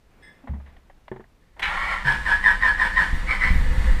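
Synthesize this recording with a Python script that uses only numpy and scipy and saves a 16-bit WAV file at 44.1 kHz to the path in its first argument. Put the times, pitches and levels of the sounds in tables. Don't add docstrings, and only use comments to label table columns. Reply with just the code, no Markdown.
import sys
import numpy as np
from scipy import signal
from scipy.fft import rfft, irfft
from scipy.io import wavfile

SR = 44100
rng = np.random.default_rng(int(sys.argv[2]) if len(sys.argv) > 2 else 0)


def transcribe(signal):
    frames = np.atleast_2d(signal).T
    limited = np.clip(frames, -1, 1)
    pcm = np.round(limited * 32767).astype(np.int16)
    wavfile.write(sys.argv[1], SR, pcm)


N = 176400
T = np.arange(N) / SR

# (time [s], gear pitch [Hz], grinding level [dB])
STARTER_RUN_UP = [(1.615, 1387, -44), (1.64, 1425, -34), (1.70, 1520, -29.5), (1.78, 1914, -27.5),
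                  (1.87, 2069, -27.5), (1.93, 1911, -24.5), (2.03, 1750, -37), (2.10, 1660, -71)]
MESH_S = 1.618
LOW_GEAR_RATIO = .56
SAG_S = .082


def from_db(db):
    return 10 ** (np.asarray(db) / 20)


def rms_one(x):
    return x / np.sqrt(np.mean(x ** 2) + 1e-20)


def in_time(rows):
    times, *columns = np.transpose(rows)
    return [np.interp(T, times, column) for column in columns]


def coloured(spectrum, x):
    hz, db = np.transpose(spectrum)
    f = np.maximum(np.fft.rfftfreq(N, 1 / SR), 1)
    skirt = np.minimum(f / hz[0], 1) ** 2
    gain = from_db(np.interp(np.log(f), np.log(hz), db))
    return rms_one(irfft(rfft(x) * skirt * gain, N))


def noise(spectrum):
    return coloured(spectrum, rng.standard_normal(N))


def drift(rate_hz):
    rolloff = 1 + (np.fft.rfftfreq(N, 1 / SR) / rate_hz) ** 2
    return rms_one(irfft(rfft(rng.standard_normal(N)) / rolloff, N))


def envelope(start, attack, hold, release):
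    rise = np.clip((T - start) / attack, 0, 1)
    return rise * np.exp(-np.maximum(T - start - attack - hold, 0) / release)


def tone(hz):
    return np.sqrt(2) * np.sin(2 * np.pi * np.cumsum(hz) / SR)


def dulled(x, hz):
    return signal.sosfilt(signal.butter(2, hz, fs=SR, output="sos"), x + 1e-18)


def struck(hits, modes, scatter_db=1.5):
    times, db = np.transpose(hits)
    out = np.zeros(N)
    for hz, mode_db, t60 in modes:
        blows = np.zeros(N)
        scatter = scatter_db * rng.standard_normal(len(times))
        blows[(times * SR).astype(int)] = from_db(db + mode_db + scatter)
        r, w = np.exp(-np.log(1000) / (t60 * SR)), 2 * np.pi * hz / SR
        out += signal.lfilter([0, np.sin(w)], [1, -2 * r * np.cos(w), r * r], blows + 1e-18)
    return out


def resonate(x, peaks):
    out = 0
    for hz, width, db in peaks:
        r, w = np.exp(-np.pi * width / SR), 2 * np.pi * hz / SR
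        feed = np.array([1, 0, -1]) * (1 - r * r) / 2
        out += from_db(db) * signal.lfilter(feed, [1, -2 * r * np.cos(w), r * r], x + 1e-18)
    return out


def cabin_reverb(x, t60=.11, wet_db=1.5):
    tail = rng.standard_normal(N) * from_db(-60 * T / t60)
    wet = signal.fftconvolve(x, tail[:SR // 4] / np.sqrt(np.sum(tail ** 2)))[:N]
    return (x + from_db(wet_db) * wet) / np.hypot(1, from_db(wet_db))


def engine_bay(x):
    # (delay [s], level [dB])
    echoes = [(.0047, -17), (0.0129, -12.5), (0.0177, -11), (.0287, -20.5), (.041, -13)]
    return x + sum(from_db(db) * np.interp(T - delay, T, x, left=0) for delay, db in echoes)


def cabin_tone():
    # (frequency [Hz], level [dB])
    colour = [(12, -21), (20, 4.5), (38, -6.5), (97, -15), (347, -34), (387, -37), (1390, -65.5),
              (1830, -54), (2160, -44.5), (3970, -42.5), (15000, -54)]
    return from_db(-54) * noise(colour)


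def rustle():
    # (time [s], level [dB])
    movement = [(0, -66.5), (.2, -57), (.45, -58.5), (.7, -60), (.85, -63), (1.2, -63), (1.5, -65.5)]
    # (frequency [Hz], level [dB])
    cloth = [(150, 1.5), (600, -6.5), (1200, -10.5), (2500, -15), (4000, -27), (8000, -37)]
    return from_db(in_time(movement)[0]) * noise(cloth)


def pedal_squeak():
    # (frequency [Hz], level [dB], waver [share of frequency])
    partials = [(1700, -54, 0.0056), (1810, -55, 0.02), (2065, -55.5, 0.011), (3420, -62, 0.012),
                (3763, -73, 0.0066), (5180, -69, 0.011), (8500, -71.5, .005)]
    squeak = sum(from_db(db + 3.6 * drift(70)) * tone(hz * (1 + waver * drift(110)))
                 for hz, db, waver in partials)
    return squeak * envelope(start=.22, attack=.011, hold=.05, release=.054)


def clicks():
    # (time [s], level [dB], t60 [s], low-pass [Hz])
    contacts = [(0.439, -42.5, .06, 900), (0.472, -34.5, 0.14, 1200), (0.535, -42.5, 0.14, 1200),
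                (0.6, -47, 0.048, 1500), (.66, -52.5, 0.39, 3000), (.765, -50.5, .035, 3480),
                (0.898, -44, 0.047, 1590), (1.080, -38.5, 0.033, 3340), (1.117, -36.5, 0.12, 1310),
                (1.162, -41.5, 0.052, 1510), (1.203, -42.5, 0.067, 1510), (1.240, -50, 0.043, 1780),
                (1.565, -46.5, 0.36, 1470), (1.594, -30.5, 0.081, 7000)]
    # (frequency [Hz], level [dB])
    colour = [(200, -15.5), (500, -1), (850, 5), (1350, -5), (1900, 4.5), (2600, -8.5), (3500, -5),
              (5000, -21), (7000, -22), (8500, -18), (15000, -15)]
    crack = noise(colour)
    return sum(dulled(from_db(db) * envelope(start, .0012, .0013, t60 / np.log(1000)) * crack, hz)
               for start, db, t60, hz in contacts)


def lock_knocks():
    # (time [s], level [dB])
    knocks = [(1.116, -26), (1.161, -39), (1.197, -37)]
    # (frequency [Hz], level [dB], t60 [s])
    lock_modes = [(130.4, -12, 0.32), (221, -5.5, .1), (376, 1, 0.098), (438, -7, 0.065), (604, -11, 0.069),
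                  (885, -15, 0.14), (1098, -32, .07), (1760, -7, 0.035)]
    return dulled(struck(knocks, lock_modes), hz=1600)


def panel_thuds():
    # (time [s], level [dB], pitch [Hz], t60 [s])
    thuds = [(0.436, -42, 267, 0.091), (0.473, -39, 239, .07), (0.493, -23, 69.6, 0.5),
             (.532, -40, 211, .3), (2.050, -25.5, 137.2, 0.4)]
    out = np.zeros(N)
    for start, db, hz, t60 in thuds:
        phase = 2 * np.pi * hz * (T - start)
        overtones = sum(drift(50) * np.sin(k * phase) / (k - 1) for k in (2, 3))
        boom = np.sin(phase) + from_db(-13) * overtones
        out += from_db(db) * envelope(start, .0053, .0091, t60 / np.log(1000)) * boom
    return out


def gear_noise(spectrum, chatter_db, teeth_per_s=205, tooth_depth=.12):
    tooth_hz = teeth_per_s * (1 + .25 * drift(15.43))
    teeth = np.maximum(1 + tooth_depth * tone(tooth_hz), 0)
    scrape = cabin_reverb(rng.standard_normal(N))
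    chatter = from_db(chatter_db * drift(70))
    return coloured(spectrum, scrape * teeth * chatter)


def engine_turning(start_s=1.4):
    # (time [s], clatter level [dB], rumble level [dB])
    levels = [(1.54, -70, -58), (1.65, -43, -34.5), (2.0, -41.5, -35.5), (2.25, -37.5, -28),
              (2.7, -41, -30), (3.05, -35.5, -27.5), (3.25, -37, -22.5), (3.45, -39, -28),
              (3.55, -35, -21.5), (3.72, -36.5, -18), (3.86, -33, -15), (4.0, -36.5, -26.5)]
    # (frequency [Hz], level [dB])
    clatter_colour = [(120, -3), (200, -1), (253, -12), (370, -21), (476, -14.5), (550, -16.5), (775, -15),
                      (980, -4.5), (1090, -13), (1570, -9.5), (1810, 0), (2600, -18), (3470, -17.5),
                      (6080, -30.5), (8410, -29.5), (13700, -46), (15000, -47)]
    # (frequency [Hz], level [dB])
    rumble_colour = [(8.8, -89), (15, 8), (31, 7.5), (53, 3.5), (130, -25.5), (222, -26.5), (280, -32.5),
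                     (312, -25.5), (400, -44), (520, -20), (880, -120)]
    clatter_db, rumble_db = in_time(levels)
    clatter = from_db(clatter_db) * gear_noise(clatter_colour, chatter_db=.24)
    rumble = from_db(rumble_db) * noise(rumble_colour)
    return np.clip((T - start_s) / .02, 0, 1) * (clatter + rumble)


def engine_firing():
    # (time [s], level [dB])
    firings = [(3.129, -16.5), (3.449, -20), (3.505, -11.5), (3.557, -15.5), (3.614, -24), (3.681, -19),
               (3.712, -18.5), (3.78, -18), (3.851, -20), (3.905, -19), (3.966, -24.5)]
    # (frequency [Hz], level [dB], t60 [s])
    body_modes = [(18.4, 5.5, 0.24), (40.03, 0, 0.18), (61, -4, 0.27), (124.86, -19, 0.11),
                  (174.9, -15.5, 0.16), (243, -29, 0.1)]
    # (frequency [Hz], level [dB])
    exhaust = [(70, -4), (120, 6.5), (180, -1), (250, -3.5), (320, -14), (600, -23.5), (1200, -40.5)]
    thumps = dulled(struck(firings, body_modes), hz=299)
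    puffs = sum(from_db(db - 21) * envelope(start, .0085, .019, .058) for start, db in firings)
    return thumps + puffs * noise(exhaust)


def starter_spin_up():
    # (frequency [Hz], level [dB])
    crash_colour = [(150, -60), (250, -24.5), (748, -21), (1000, -10), (1270, -17), (1390, -5), (1540, -8),
                    (1860, 1.5), (2130, -5.5), (3940, -16.5), (4300, -27.5), (8240, -41.5), (15000, -53)]
    # (frequency [Hz], level [dB])
    grind_colour = [(150, -60), (250, -31), (418, -18), (748, -10), (858, -1.5), (1290, -5), (1410, 2),
                    (1480, -10.5), (1820, 0.5), (2320, -4.5), (2610, -16), (3270, -14.5), (5850, -36.5),
                    (8240, -32.5), (15000, -54)]
    gear_hz, db = in_time(STARTER_RUN_UP)
    low_hz = LOW_GEAR_RATIO * gear_hz * (1 + .0309 * drift(155))
    whine = from_db(-10.5) * engine_bay(tone(low_hz) + tone(2 * low_hz))
    impact = from_db(-22.5) * envelope(MESH_S, attack=.0087, hold=.019, release=.053)
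    crash = impact * gear_noise(crash_colour, chatter_db=1.5)
    grind = gear_noise(grind_colour, chatter_db=-.2)
    return crash + from_db(db) * (T > MESH_S) * (grind + whine)


def gear_whine(hz):
    # (frequency [multiple of gear pitch], level [dB])
    sidebands = [(.89, -10), (.945, -7.5), (1.055, -11), (1.11, -22)]
    partials = [(1, 0), (2, -17), (LOW_GEAR_RATIO, -7.5), (2 * LOW_GEAR_RATIO, -26), *sidebands]
    return sum(from_db(db) * tone(ratio * hz) for ratio, db in partials)


def whine_swell(start, attack=.033):
    rise = np.clip((T - start) / attack, 0, 1)
    howl = envelope(start, attack, hold=.019, release=.043)
    singing = from_db(-22) * envelope(start, attack, hold=SAG_S, release=.064)
    return rise * (howl + singing)


def starter_cranking(recover_hz_per_s=1200):
    # (time [s], gear pitch [Hz], sag [Hz/s], whine level [dB], rasp level [dB],
    # roughness [share of pitch])
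    strokes = [(2.034, 1799, 2405, -16, -25.5, .018), (2.243, 1867, 2395, -15, -27.5, 0.019),
               (2.423, 1944, 2997, -14, -27, .018), (2.602, 1946, 2995, -14, -28, .018),
               (2.772, 1951, 3019, -15.5, -27.5, 0.017), (2.945, 1942, 2999, -14.5, -28, .018),
               (3.258, 2199, 1695, -21.5, -29.5, .04), (3.390, 2153, 1590, -21, -28.5, 0.046)]
    # (frequency [Hz], width [Hz], level [dB])
    housing_modes = [(825, 11, -6), (892.3, 30, 2), (961, 11.3, -6.5), (1032, 11, -0.5), (1332, 21, 8),
                     (1557, 52, -3), (1689, 12.4, -0.5), (1807, 20, -6), (1820.4, 24, -3), (1884, 15.4, 0),
                     (1994, 15, 5.5), (1993, 9, -5), (2164, 25, -3), (2280, 11, 7.5)]
    # (frequency [Hz], width [Hz], level [dB])
    casing_modes = [(2873, 34, 1.5), (3097, 34, 5), (3450, 28, -19.5), (3936, 45, -6.5), (4400, 9.9, 3),
                    (5110, 98, -5.5)]
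    # (frequency [Hz], level [dB])
    rasp_colour = [(200, -7), (330, -13.5), (500, -5.5), (660, -9), (950, 2), (1250, -4.5), (1750, 3.5),
                   (2250, -4.5), (2700, -11), (4000, -17.5), (5200, -26.5), (6300, -34.5), (7500, -28.5),
                   (8400, -21), (9500, -37.5), (10700, -30.5), (12300, -52), (14000, -34.5), (15500, -46)]
    spin_hz, spin_db = in_time(STARTER_RUN_UP)
    spin = from_db(spin_db) * (T > MESH_S)
    jitter = drift(150.4)
    pitch = spin_hz * (1 + .03997 * jitter)
    howl, load = from_db(-10) * spin, 0
    for start, top_hz, sag_rate, whine_db, rasp_db, roughness in strokes:
        age = np.maximum(T - start, 0)
        recovery = recover_hz_per_s * np.maximum(age - SAG_S, 0)
        sag = np.maximum(sag_rate * np.minimum(age, SAG_S) - recovery, 0)
        pitch = np.where(T < start, pitch, (top_hz - sag) * (1 + roughness * jitter))
        howl += from_db(whine_db) * whine_swell(start)
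        load += from_db(rasp_db) * envelope(start, attack=.051, hold=.038, release=.053)
    gears = howl * gear_whine(pitch) * from_db(3.34 * drift(98))
    whine = engine_bay(resonate(gears, housing_modes) + from_db(-16) * gears)
    casing_ring = rms_one(resonate(rng.standard_normal(N), casing_modes))
    casing = from_db(-14.5) * (load + .4 * spin) * casing_ring
    rasp = load * gear_noise(rasp_colour, chatter_db=.4)
    return whine + casing + rasp


def scene():
    machinery = starter_spin_up() + starter_cranking() + engine_turning() + engine_firing()
    interior = panel_thuds() + pedal_squeak() + clicks() + rustle() + lock_knocks() + cabin_tone()
    return (machinery + interior)[None]


def record(dry, low_cut_hz=14, high_cut_hz=15050):
    low_cut = signal.butter(2, low_cut_hz, "high", fs=SR, output="sos")
    high_cut = signal.ellip(10, .2, 80, high_cut_hz, fs=SR, output="sos")
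    return signal.sosfilt(high_cut, signal.sosfilt(low_cut, dry))


dry = scene()
out = record(dry)
transcribe(out)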